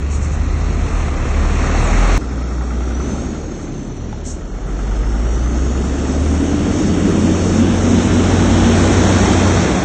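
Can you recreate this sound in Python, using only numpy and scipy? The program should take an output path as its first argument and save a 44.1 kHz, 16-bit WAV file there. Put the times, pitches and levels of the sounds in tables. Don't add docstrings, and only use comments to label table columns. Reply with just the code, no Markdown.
import sys
import numpy as np
from scipy import signal
from scipy.fft import rfft, irfft, next_fast_len
from scipy.io import wavfile
from scipy.ndimage import uniform_filter1d

SR = 44100
rng = np.random.default_rng(int(sys.argv[2]) if len(sys.argv) > 2 else 0)


def inscribe(sig):
    pcm = np.round(np.clip(np.atleast_2d(sig).T, -1, 1) * 32767)
    wavfile.write(sys.argv[1], SR, pcm.astype(np.int16))


def to_linear_factor(level_db):
    exponent = np.asarray(level_db, float) / 20
    return 10 ** exponent


N = 433944
TIME = np.arange(N) / SR
SPLICE_S = 2.1785


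def in_time(rows, fade_s=0.044):
    time_s, *columns = np.transpose(rows)
    gate = np.clip(np.minimum(TIME - time_s[0], time_s[-1] - TIME) / fade_s + 1, 0, 1)
    gate *= (TIME < SPLICE_S) == (time_s[0] < SPLICE_S)
    return [gate] + [np.interp(TIME, time_s, column) for column in columns]


def drift(rate_hz):
    r = np.exp(-80 * np.pi * rate_hz / SR)
    slow = signal.lfilter([1], [1, -2 * r, r * r], rng.standard_normal(N // 40 + 4002))[4000:]
    return np.interp(np.arange(N) / 40, np.arange(len(slow)), slow / slow.std())


def resonance(x, hz, width_hz):
    r = np.exp(-np.pi * width_hz / SR)
    poles = [1, -2 * r * np.cos(2 * np.pi * hz / SR), r * r]
    return signal.lfilter([(1 - r * r) / 2, 0, (r * r - 1) / 2], poles, x)


def bell(hz, centre_hz, width_hz, db):
    return db / (1 + ((hz - centre_hz) / width_hz) ** 2)


def tone(turns, level_db, rough_db):
    phase = 2 * np.pi * (turns + rng.random())
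    return np.sqrt(2) * to_linear_factor(level_db + rough_db * drift(25.0)) * np.sin(phase)


def exhaust(rows, orders):
    gate, firing_hz, level_db = in_time(rows)
    turns = np.cumsum(firing_hz) / SR
    out = tone(turns, level_db, rough_db=0.7)
    if orders > 1:
        pipe_db = bell(2 * firing_hz, 71, 11, 23) + bell(2 * firing_hz, 176, 9, 21)
        out += tone(2 * turns, level_db - 22 + pipe_db, rough_db=2.0)
    if orders > 2:
        fan_order = 3.57
        shroud_db = bell(fan_order * firing_hz, 275, 20, 11)
        fan_db = -33 + 16 * np.log2(firing_hz / 80) + shroud_db
        out += tone(fan_order * turns, fan_db, rough_db=3.0)
    return gate * out, gate * np.cos(2 * np.pi * turns)


# time_s, firing_hz, level_db
NEAR_BEFORE = [(0.1, 46, -34), (0.36, 44.5, -22), (0.78, 45.4, -18), (0.92, 43, -19.5), (1.14, 33.8, -24),
               (1.39, 36.2, -18), (1.78, 38, -16), (2.04, 41.9, -11), (2.17, 42.2, -11)]
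NEAR_EASING = [(2.23, 60.6, -21), (2.896, 60.6, -18), (3.072, 67.2, -23), (3.568, 76.0, -35),
               (3.67, 74.6, -32), (3.7, 75.1, -45)]
NEAR_PULLING = [(4.35, 46.0, -30), (4.41, 46.3, -33), (4.67, 47.8, -22), (4.95, 50.3, -16),
                (5.59, 62.4, -15), (6.06, 71.4, -22), (6.31, 75.8, -14), (6.46, 78.5, -22),
                (6.89, 85.8, -22), (7.51, 91.0, -18), (9.58, 91.7, -16), (9.84, 86.8, -33)]
FAR_BEFORE = [(0.04, 70.5, -18), (0.452, 74.5, -18), (0.996, 79.7, -22), (1.05, 80.1, -27)]
FAR_AFTER = [(2.9, 36.65, -34.5), (4.471, 36.7, -30), (5.0, 38.73, -24), (5.5, 36.7, -29),
             (7.3, 36.6, -32.5), (8.14, 45.04, -28), (8.499, 53.6, -19.5), (8.85, 58.73, -23.5),
             (9.84, 66.6, -24.5)]


def engines():
    near = [exhaust(NEAR_BEFORE, orders=2), exhaust(NEAR_EASING, orders=2), exhaust(NEAR_PULLING, orders=3)]
    far = [exhaust(FAR_BEFORE, orders=2), exhaust(FAR_AFTER, orders=1)]
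    return sum(sound for sound, _ in near + far), sum(beat for _, beat in near)


# low_hz, high_hz
ROAR_BANDS = [(25, 130), (130, 420), (420, 1700), (1700, 4600), (5100, 8500)]
THROB = [0.08, 0.2, 0.13, 0.088, 0.053]


def roar(gate, levels_db, colour_rows, beat):
    on = gate > 0
    size = next_fast_len(on.sum())
    hz = np.arange(size // 2 + 1) * SR / size + 1e-3
    colour_hz, colour_db = np.transpose(colour_rows)
    colour = to_linear_factor(np.interp(np.log(hz), np.log(colour_hz), colour_db)) / np.sqrt(hz)
    shaped = rfft(rng.standard_normal(size)) * colour
    band_rms = [np.sqrt(2 / size * np.sum(colour[(hz > lo) & (hz < hi)] ** 2)) for lo, hi in ROAR_BANDS]
    gains_db = np.array(levels_db)[:, on] - 20 * np.log10(band_rms)[:, None]
    places = np.log2([110, 270, 680, 2800, 5600])
    shared = drift(3.5)[on]
    out = np.zeros(N)
    for octave in np.log2(25) + np.arange(18) / 2:
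        window = np.cos(np.pi / 2 * np.clip(2 * (np.log2(hz) - octave), -1, 1)) ** 2
        weights = np.array([np.interp(octave, places, row) for row in np.eye(len(places))])
        flicker_db = 0.21 * shared + 0.88 * drift(8)[on]
        throb = 1 + np.clip(weights @ THROB, 0, 1) * beat[on]
        noise = irfft(shaped * window, size)[:on.sum()]
        out[on] += noise * to_linear_factor(weights @ gains_db + flicker_db) * throb
    return out


def roar_levels(effort, near, far, laws):
    gate, effort_db = in_time(effort)
    near_octaves = np.log2(in_time(near)[1] / 60)
    far_octaves = np.log2(in_time(far)[1] / 60)
    levels_db = [
        base_db + share * (effort_db + 40) + near_db * near_octaves + far_db * far_octaves
        for base_db, share, near_db, far_db in laws
    ]
    return gate, levels_db


# time_s, effort_db
EFFORT_BEFORE = [(0, -45), (.9, -39), (1.27, -38), (1.7, -32.5), (2.17, -29)]
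EFFORT_AFTER = [(2.19, -46), (2.75, -45), (3.15, -41), (3.45, -47), (4.1, -49.5), (4.5, -50), (4.8, -44.5),
                (6, -37), (7.1, -32.5), (8.2, -29), (8.85, -25), (9.5, -25), (9.84, -28.5)]
# base_db (effort -40 dB, 60 Hz firing), effort_share,
# near_speed_db_per_octave, far_speed_db_per_octave
ROAR_LAWS = [
    [(-25, 0.12, -2.5, -1.5), (-25.5, 0.49, 0.5, -0.5), (-30, 0.91, -3.5, -0.2), (-40.5, 0.93, 1.9, 2.2),
     (-44, 0.85, 2.5, 1.9)],
    [(-27.5, 0.53, -1.9, 1.8), (-29.5, 0.51, 9, -7.5), (-29.5, 0.69, -0.8, 3.5), (-39.5, 0.85, 1, 2.7),
     (-45, 0.81, 2, -1.5)],
]
# corner_hz, level_db_per_octave
ROAR_COLOUR = [
    [(25, -27.5), (60, -25.5), (130, -25), (400, -31), (600, -34), (720, -31), (900, -33), (1200, -25.5),
     (1650, -28.5), (2000, -23), (2650, -25), (3000, -33.5), (6000, -44), (9000, -48.5)],
    [(25, -47), (50, -26), (130, -25.5), (250, -20.5), (400, -23.5), (450, -26), (800, -29.5),
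     (1000, -32.5), (1200, -32), (1500, -33), (2200, -35), (3200, -36.5), (6000, -41.5), (9000, -46)],
]


def machine_roar(beat):
    before = roar_levels(EFFORT_BEFORE, NEAR_BEFORE, FAR_BEFORE, ROAR_LAWS[0])
    after = roar_levels(EFFORT_AFTER, NEAR_EASING + NEAR_PULLING, FAR_AFTER, ROAR_LAWS[1])
    return roar(*before, ROAR_COLOUR[0], beat) + roar(*after, ROAR_COLOUR[1], beat)


def whistle(rows, blur_hz):
    gate, pitch_hz, level_db = in_time(rows)
    angle = 2 * np.pi * np.cumsum(pitch_hz) / SR
    return gate * to_linear_factor(level_db) * (drift(blur_hz) * np.cos(angle) + drift(blur_hz) * np.sin(angle))


# time_s, pitch_hz, level_db
DRONES = [
    [(3.6, 73.5, -40), (3.9, 73.8, -39), (4.2, 74.6, -26.5), (4.55, 73, -38)],
    [(3.35, 151.6, -35), (3.6, 142, -36), (3.9, 129, -35), (4.15, 110.4, -33)],
    [(5.5, 142, -41), (6.1, 170, -35), (6.5, 186, -29.5), (6.9, 201, -18.5), (7.3, 213, -22.5),
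     (7.7, 232.3, -17.5), (8, 240.2, -18.5), (8.6, 232, -18.5), (9.3, 240, -26.5), (9.84, 238, -43.5)],
    [(8.9, 215, -28.5), (9.2, 208.4, -18.5), (9.5, 201.3, -27), (9.84, 194, -24)],
]


def drones():
    return sum(whistle(rows, blur_hz=4.85) for rows in DRONES)


# mode_hz, width_hz, level_db
VALVE_MODES = [(1280, 400, 0), (780, 250, -3), (1850, 400, -8)]


def valve_knock(rows, level_db, phase):
    gate, firing_hz, load_db = in_time(rows)
    cycle = np.cumsum(firing_hz * (gate > 0)) / SR / 6 + phase
    first = np.exp(-np.mod(cycle, 1) / 0.22)
    second = to_linear_factor(-4) * np.exp(-np.mod(cycle + 0.3, 1) / 0.1)
    chatter = 0.3
    burst = gate * to_linear_factor(load_db / 2) * (chatter + first + second) * rng.standard_normal(N)
    modes = [to_linear_factor(db) * resonance(resonance(burst, hz, width), hz, width) for hz, width, db in VALVE_MODES]
    return to_linear_factor(level_db) * sum(modes)


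# start_s, peak_db, pitch_hz
KNOCKS = [(1.083, -17, 716), (4.128, -21, 850), (4.177, -30, 703), (4.586, -28, 703)]


def knocks():
    out, t = np.zeros(N), TIME[:1500]
    for start_s, peak_db, pitch_hz in KNOCKS:
        noise = rng.standard_normal(1500)
        click = 2 * resonance(resonance(noise, 1300, 1400), 1300, 1400) * np.exp(-t / 0.0025)
        ring = np.sin(2 * np.pi * pitch_hz * t) * np.exp(-t / 0.006)
        start = round(start_s * SR)
        out[start:start + 1500] += to_linear_factor(peak_db - 1) * (0.9 * ring + click)
    return out


# start_s, length_s, level_db
PUFFS = [(0.097, 0.058, -37), (0.203, 0.046, -39.5), (0.306, 0.034, -43.5), (4.24, 0.07, -34.5)]


def puffs():
    shape = np.zeros(N)
    for start_s, length_s, level_db in PUFFS:
        opening = np.clip((TIME - start_s) / 0.028, 0, 1)
        closing = np.exp(-np.clip(TIME - start_s - length_s, 0, 9) / 0.029)
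        shape += to_linear_factor(level_db) * opening * closing
    jet = resonance(resonance(rng.standard_normal(N), 5500, 4000), 7600, 4000)
    return shape * jet / jet.std()


# time_s, pitch_hz, level_db
SQUEAL = [(1.815, 8570, -43), (1.84, 8100, -38), (1.865, 6950, -37), (1.89, 6340, -44.5), (1.91, 6170, -50)]


def squeal():
    return whistle(SQUEAL, blur_hz=59)


# time_s, pitch_hz, level_db
TURBO = [
    [(2.2, 5150, -54), (2.85, 5750, -54), (2.99, 5950, -45), (3.15, 6300, -46), (3.3, 6700, -52),
     (3.55, 6450, -52.5), (3.9, 6050, -53), (4.15, 5700, -57)],
    [(4.9, 5100, -56), (5.2, 5500, -49), (5.5, 6250, -47), (5.8, 6950, -50), (6.1, 7750, -50),
     (6.45, 8700, -48), (6.9, 9480, -46), (7.7, 9600, -44), (8.2, 9520, -52)],
]


def turbo():
    return sum(whistle(rows, blur_hz=75) for rows in TURBO)


def scene():
    notes, beat = engines()
    out = notes + machine_roar(beat) + drones()
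    out += valve_knock(NEAR_EASING, level_db=-6, phase=0.75)
    out += valve_knock(NEAR_PULLING, level_db=-9, phase=0.2)
    out += knocks() + puffs() + squeal() + turbo()
    return out[None]


# time_s, low_dip_hz, low_dip_db, high_dip_hz, high_dip_db
GROUND_DIPS = [(0, 3110, 3, 3410, 2), (2.17, 3150, 1.5, 3500, 2.5), (2.191, 2980, -5.5, 4100, -7),
               (4.001, 2770, -1.5, 3950, -3), (5.5, 2360, -3.5, 4060, -11), (6.5, 2170, -0.5, 4100, -11),
               (7.5, 2140, -2.5, 4070, -11), (8, 2620, 0.5, 4330, -9), (9.84, 2990, -8, 4100, -4.5)]


def path_colour_and_dropouts(x, masked_db, faint_db):
    hz, frame_s, frames = signal.stft(x, SR, nperseg=2048)
    hz = hz[:, None]
    times_s, *dips = np.transpose(GROUND_DIPS)
    low_hz, low_db, high_hz, high_db = (np.interp(frame_s, times_s, column) for column in dips)
    db = bell(hz, low_hz, 120, low_db) + bell(hz, high_hz, 150, high_db)
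    db = db + bell(hz, 4850, 150, -15) + bell(hz, 6440, 800, 5.1)
    db = db + bell(hz, 9550, 150, 15)
    db = db - 23.5 * np.clip(hz - 8277, 0, None) / 1000
    frames = frames * to_linear_factor(db)

    band_hz = hz[:1024:4]
    power = (np.abs(frames[:1024]) ** 2).reshape(256, 4, -1).mean(axis=1) * band_hz
    power = uniform_filter1d(power, size=2, axis=1)
    around = uniform_filter1d(power, size=19, axis=0)
    luck = np.repeat(rng.standard_normal((128, len(frame_s))), 2, axis=0)
    luck_db = 8 * uniform_filter1d(luck, size=3, axis=1)
    thrift_db = 3 + 5 * rng.exponential(1, len(frame_s))
    floor = to_linear_factor(2 * faint_db + thrift_db * np.clip(band_hz / 1000 - 6.5, 0, 9))
    audible = power * to_linear_factor(luck_db) > np.maximum(around * to_linear_factor(2 * masked_db), floor)
    frames[:1024] *= np.repeat(audible | (band_hz < 1800), 4, axis=0)
    return signal.istft(frames, SR)[1][:N]


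def top_cut(x):
    return signal.sosfilt(signal.butter(12, 15900, fs=SR, output="sos"), x)


def record(dry):
    soft_top, overload = 1.5, 0.725
    x = path_colour_and_dropouts(soft_top * np.tanh(dry[0] / soft_top), masked_db=-6.5, faint_db=-43)
    step = (TIME >= SPLICE_S) * np.exp(-np.abs(TIME - SPLICE_S) / 0.0027)
    mix = np.clip(x + 0.3 * step, -overload, overload)[None]
    return top_cut(mix)


dry = scene()
out = record(dry)
inscribe(out)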